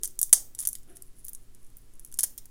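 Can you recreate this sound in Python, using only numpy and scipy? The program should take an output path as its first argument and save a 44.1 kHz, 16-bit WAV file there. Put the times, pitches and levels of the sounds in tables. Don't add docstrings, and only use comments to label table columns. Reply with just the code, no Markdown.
import sys
import numpy as np
from scipy import signal
from scipy.fft import rfft, irfft
from scipy.io import wavfile
from scipy.ndimage import uniform_filter1d

SR = 44100
rng = np.random.default_rng(int(sys.argv[2]) if len(sys.argv) > 2 else 0)


def file_out(sig):
    cols = np.atleast_2d(sig).T
    lim = np.clip(cols, -1, 1)
    pcm = np.round(lim * 32767).astype(np.int16)
    wavfile.write(sys.argv[1], SR, pcm)


N = 110250
CRUMB_KNOCK_DB = -2.5


def amp(db):
    return 10 ** (np.asarray(db) / 20)


def unit(x):
    return x / np.sqrt(np.mean(x ** 2) + 1e-20)


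def read(points, hz):
    f, value = np.transpose(points)
    return np.interp(np.log(hz + 1), np.log(f + 1), value)


def add(mix, s, sound):
    part = mix[round(s * SR):][:len(sound)]
    part += sound[:len(part)]


def freqs(size):
    return np.fft.rfftfreq(size, 1 / SR)


def colour(x, db):
    log_gain = np.log(amp(np.r_[db, db[-2:0:-1]]))
    response = np.exp(np.conj(signal.hilbert(log_gain)))[:len(db)]
    return irfft(rfft(x) * response, len(x))


def noise(points):
    spectrum = rfft(rng.standard_normal(N))
    return unit(irfft(spectrum * amp(read(points, freqs(N))), N))


def room_tone():
    # (frequency [Hz], density [dB per Hz])
    air = [(10, 2), (25, -13.5), (50, -23), (100, -30), (200, -37.5), (350, -36.5), (600, -48),
           (1500, -51.5), (4000, -54), (10000, -50.5), (15500, -57), (16400, -65.5)]
    # (frequency [Hz], rms level [dB])
    hum = [(120, -69.5), (241, -75.5)]
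    air_db = -44.5
    t = np.arange(N) / SR
    out = amp(air_db) * noise(air)
    for hz, db in hum:
        out += amp(db) * np.sqrt(2) * np.sin(2 * np.pi * (hz * t + rng.random()))
    return out


def low_tones():
    # (time [s], frequency [Hz], level before rise and decay [dB], t60 [s])
    tones = [(0, 362.4, -57.5, 0.59), (0, 422.5, -55.5, 0.31), (.88, 316.4, -60.5, 0.46),
             (.88, 385.6, -62, 0.32), (.9, 694, -61.5, 0.35), (.965, 380, -61, .45)]
    rise_s = 0.0056
    out, t = np.zeros(N), np.arange(SR) / SR
    for s, hz, db, t60 in tones:
        swell = 1 - np.exp(-t / rise_s)
        decay = np.exp(-np.log(1000) * t / t60)
        add(out, s, amp(db) * swell * decay * np.sin(2 * np.pi * hz * t))
    return out


def kernel(hz, body_db, knock_db, top_db, ring_hz):
    # (frequency [Hz], gain [dB])
    nut = [(150, -46.5), (400, -29), (1100, -24), (1900, -19), (2550, -28), (3300, -14.5), (4200, -17),
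           (5300, -6.5), (7000, 0.5), (7700, -2.5), (8500, 3), (10700, 7), (11700, 0), (15000, -4.5),
           (16500, -18.5)]
    body_hz, knock_hz, top_hz = 4500, 1400, 11690
    ring_db, ring_width_hz = 4, 2100
    body = body_db / (1 + (hz / body_hz) ** 4)
    knock = knock_db / (1 + (hz / knock_hz) ** 4)
    top = top_db * (1 - 1 / (1 + (hz / top_hz) ** 10))
    ring = ring_db / (1 + ((hz - ring_hz) / ring_width_hz) ** 2)
    return read(nut, hz) + body + knock + top + ring


def snap(db, body_db, knock_db, top_db, ring_hz, decay_ms, size=2048):
    rise_s = .00015
    grit = 0.37
    near_db, near_delay_s, near_decay_s = -7.5, .001, .0055
    t = np.arange(size) / SR
    ms = np.arange(size) * 1000 / SR

    slips = rng.standard_normal(size)
    slips *= np.exp(grit * rng.standard_normal(size) - ms / decay_ms)
    slips *= 1 - np.exp(-(t + 1 / SR) / rise_s)

    uneven_db = 10 * np.log10(uniform_filter1d(abs(rfft(slips)) ** 2, size=90) + 1e-9)
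    piece_db = kernel(freqs(size), body_db, knock_db, top_db, ring_hz)
    direct = amp(db) * unit(colour(slips, piece_db - uneven_db)) / np.sqrt(ms[-1])

    sparse = rng.random(size) < .2
    near = rng.standard_normal(size) * sparse * (t > near_delay_s) * np.exp(-t / near_decay_s)
    scattered = signal.fftconvolve(direct, unit(near) / np.sqrt(size))[:size]
    return direct + amp(near_db) * scattered


def crumbs():
    # (time [s], level over 1 ms [dB], mid body [dB], top treble [dB])
    ticks = [(0.014, -54, -3, 0), (0.0282, -44, 0, 7), (0.0436, -25, 8, 3), (0.099, -55, 0, 1),
             (.108, -46.5, 0, -5), (0.155, -54, 15, 0), (0.2943, -41, 15.5, 2), (0.5497, -33, 5, -4),
             (.6118, -33, 2, 2), (.6246, -39, 17, 1), (.628, -31.5, -4, 6), (.634, -35.5, 20, -3),
             (0.658, -29, 12, 5), (0.785, -50, -1.5, -3.5), (0.8318, -51, 8, -7), (0.969, -38.5, 12, 4),
             (1.022, -34, -6, 1), (1.2456, -40, -7, 5.5), (1.250, -31.5, -13, 12), (1.2662, -40, -2, -4),
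             (1.2827, -30, 7, 9), (1.29, -35, -2, 23), (1.293, -32, -5.5, 16), (1.3328, -32.5, -8.5, 7),
             (1.3489, -31.5, 0, -2), (1.5484, -45.5, 6, 4), (1.630, -55.5, 4, 1.5), (1.646, -51, 2, -1.5),
             (1.6665, -53, 0, -3.5), (1.702, -56, -1, 5.5), (1.7693, -39, 2.5, 23.5),
             (1.7841, -50, 0, 14.5), (1.937, -50.5, -3.5, -2), (1.9545, -53, 0.5, -2),
             (1.9956, -37.5, 4, 6), (2.0486, -34, -5, 2.5), (2.0636, -49, -17, 6), (2.074, -49, -8, 6),
             (2.116, -45, 2, -1), (2.1251, -38, 14, 3), (2.1411, -32, -1, 0), (2.1723, -45, -15, 2),
             (2.1747, -45, -13, 0), (2.456, -40.5, 10, 11.5)]
    decay_ms, middle_ring_hz, ring_spread = 0.98, 10200, 0.25
    out = np.zeros(N)
    for s, db, body_db, top_db in ticks:
        ring_hz = middle_ring_hz * np.exp(ring_spread * rng.standard_normal())
        add(out, s, snap(db, body_db, CRUMB_KNOCK_DB, top_db, ring_hz, decay_ms))
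    return out


def cracks():
    # (time [s], level over 1 ms [dB], mid body [dB], low knock [dB], top treble [dB],
    #          ring [Hz], decay time constant [ms])
    breaks = [(0.034, -20, 6.5, -18, -23, 7800, 0.27), (0.0357, -22, 2.5, 20.5, 13.5, 10800, 0.63),
              (0.0472, -24, 5, -10, 11, 6750, 1.1), (0.052, -28, -4, -11, -23, 11100, 1.2),
              (0.0556, -23.5, -7, -2, -18, 6460, 1.2), (.0760, -30, 5, -10, 10, 12300, 0.74),
              (0.191, -18.5, -4.5, -2, 2, 6900, 1.5), (0.2145, -13, -3.5, -13, 6.5, 13700, 0.79),
              (0.2297, -11, -7, -4, 1.5, 9300, 0.83), (0.3284, 1, 0, 8, 0.5, 9440, 1.3),
              (0.3306, -3, -7, 8.5, -18, 7000, 0.65), (0.334, -2, -0.5, 7, -7, 9800, .7),
              (0.3363, -16, 13, 4, 3, 10600, 0.84), (0.5891, -22.5, 2, 0.5, -9, 8230, 2.5),
              (0.5978, -25, -5, 2, 2, 10200, 0.39), (0.604, -24, 0.5, -1, -3, 10100, 1.2),
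              (0.6519, -22.5, 7.5, -17, -13, 8200, 2), (0.6726, -12.5, -9.5, 5.5, 4, 12920, 1.8),
              (.6884, -20, -11, -5, 6.5, 10430, 0.59), (0.7306, -26.5, -0.5, 4, 0.5, 10460, 0.6),
              (0.7531, -29.5, 9, -13, -2, 3756, 0.96), (2.1887, -18, 4.5, 5, 8, 5200, 0.78),
              (2.1967, -22, 2, 0, -7, 5200, 1.3), (2.1908, -15.5, 11.5, -3, -0.5, 10800, 2),
              (2.2071, -18.5, -3, 0, -3, 10900, 0.47), (2.2326, -16, -1.5, 12, 1, 5050, 0.38),
              (2.2360, -12, 3.5, 8, 6.5, 10900, 1.1), (2.2405, -18, 9.5, 8.5, 6, 8670, 0.67),
              (2.246, -28, 10, -10, -2.5, 10700, 0.47), (2.3783, -29.5, 4.5, -1.5, 11.5, 15000, 0.86),
              (2.382, -34, 13.5, -22, -12, 5150, 3.3)]
    out = np.zeros(N)
    for s, *row in breaks:
        add(out, s, snap(*row))
    return out


def room_tail(size=32768):
    # (frequency [Hz], t60 [s])
    decay_times = [(200, 1), (1000, 0.3), (4000, 0.25), (8000, 0.2447), (11000, 0.21), (16000, 0.44)]
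    # (frequency [Hz], gain [dB])
    tail_colour = [(200, 2), (1500, 1.5), (4000, 6), (8000, 2), (11000, -2.5), (16000, 0.5)]
    rise_s = 0.0037
    t = np.arange(size) / SR
    hz, when, z = signal.stft(rng.standard_normal(size), SR, nperseg=256)
    z = z * amp(read(tail_colour, hz)[:, None])
    z = z * np.exp(-np.log(1000) * when / read(decay_times, hz)[:, None])
    tail = signal.istft(z, SR)[1][:size]
    build_up = 1 - np.exp(-(t / rise_s) ** 2)
    return unit(tail * build_up) / np.sqrt(size)


def kitchen(x, count=5):
    room_db, rotation_hz = -13, 90
    phase = np.pi * rotation_hz * np.arange(N) / SR
    windows = np.cos(phase + np.pi * np.arange(count)[:, None] / count) ** 4
    windows = windows / np.linalg.norm(windows, axis=0)
    tails = sum(signal.fftconvolve(x * window, room_tail())[:N] for window in windows)
    return x + amp(room_db) * tails


def rubbing():
    # (time [s], length [s], rms level at the middle [dB])
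    strokes = [(0.578, 0.079, -39.5), (0.869, 0.083, -62.5), (0.949, .035, -53), (1.044, .06, -64),
               (1.151, .075, -56.5), (1.223, 0.078, -55), (1.402, .05, -64.5), (1.514, 0.27, -71.5),
               (1.78, .09, -68.5), (2.018, 0.091, -60.5)]
    grains_per_s, spread_db = 3600, 6.5
    body_db, top_db = 10.5, 5
    skin_hz, skin_width_hz, skin_gain_db = 10300, 600, 7.5
    press, hz = np.zeros(N), freqs(N)
    for s, length, db in strokes:
        add(press, s, amp(db) * np.sqrt(np.hanning(round(length * SR))))
    grains = (rng.random(N) < grains_per_s / SR) * rng.choice([-1, 1], N)
    grains = grains * amp(spread_db * np.minimum(rng.exponential(1, N), 4))
    skin_db = skin_gain_db / (1 + ((hz - skin_hz) / skin_width_hz) ** 2)
    piece_db = kernel(hz, body_db, CRUMB_KNOCK_DB, top_db, skin_hz)
    return press * unit(colour(grains, piece_db + skin_db))


def brush():
    # (frequency [Hz], gain [dB])
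    brush_colour = [(150, -23), (280, -9.5), (380, 2), (520, -14), (700, -11), (950, -27.5), (1400, -14),
                    (2200, -25), (3200, -22), (6000, -47.5)]
    start_s, rise_s, peak_db = .868, 0.034, -60
    u = np.maximum(np.arange(N) / SR - start_s, 0) / rise_s
    swell = u * np.exp(1 - u)
    return amp(peak_db) * swell * noise(brush_colour)


def scene():
    sources = crumbs() + cracks() + rubbing() + brush()
    return (kitchen(sources) + low_tones() + room_tone())[None]


def record(dry):
    overload, edge_hz = 0.86, 16300
    edge = signal.firwin(255, edge_hz, window=("kaiser", 7), fs=SR)
    fine = signal.resample_poly(dry, 4, 1, axis=1)
    held = np.clip(fine, -overload, overload)
    clipped = signal.resample_poly(held, 1, 4, axis=1)
    return signal.oaconvolve(clipped, edge[None], "same")


dry = scene()
out = record(dry)
file_out(out)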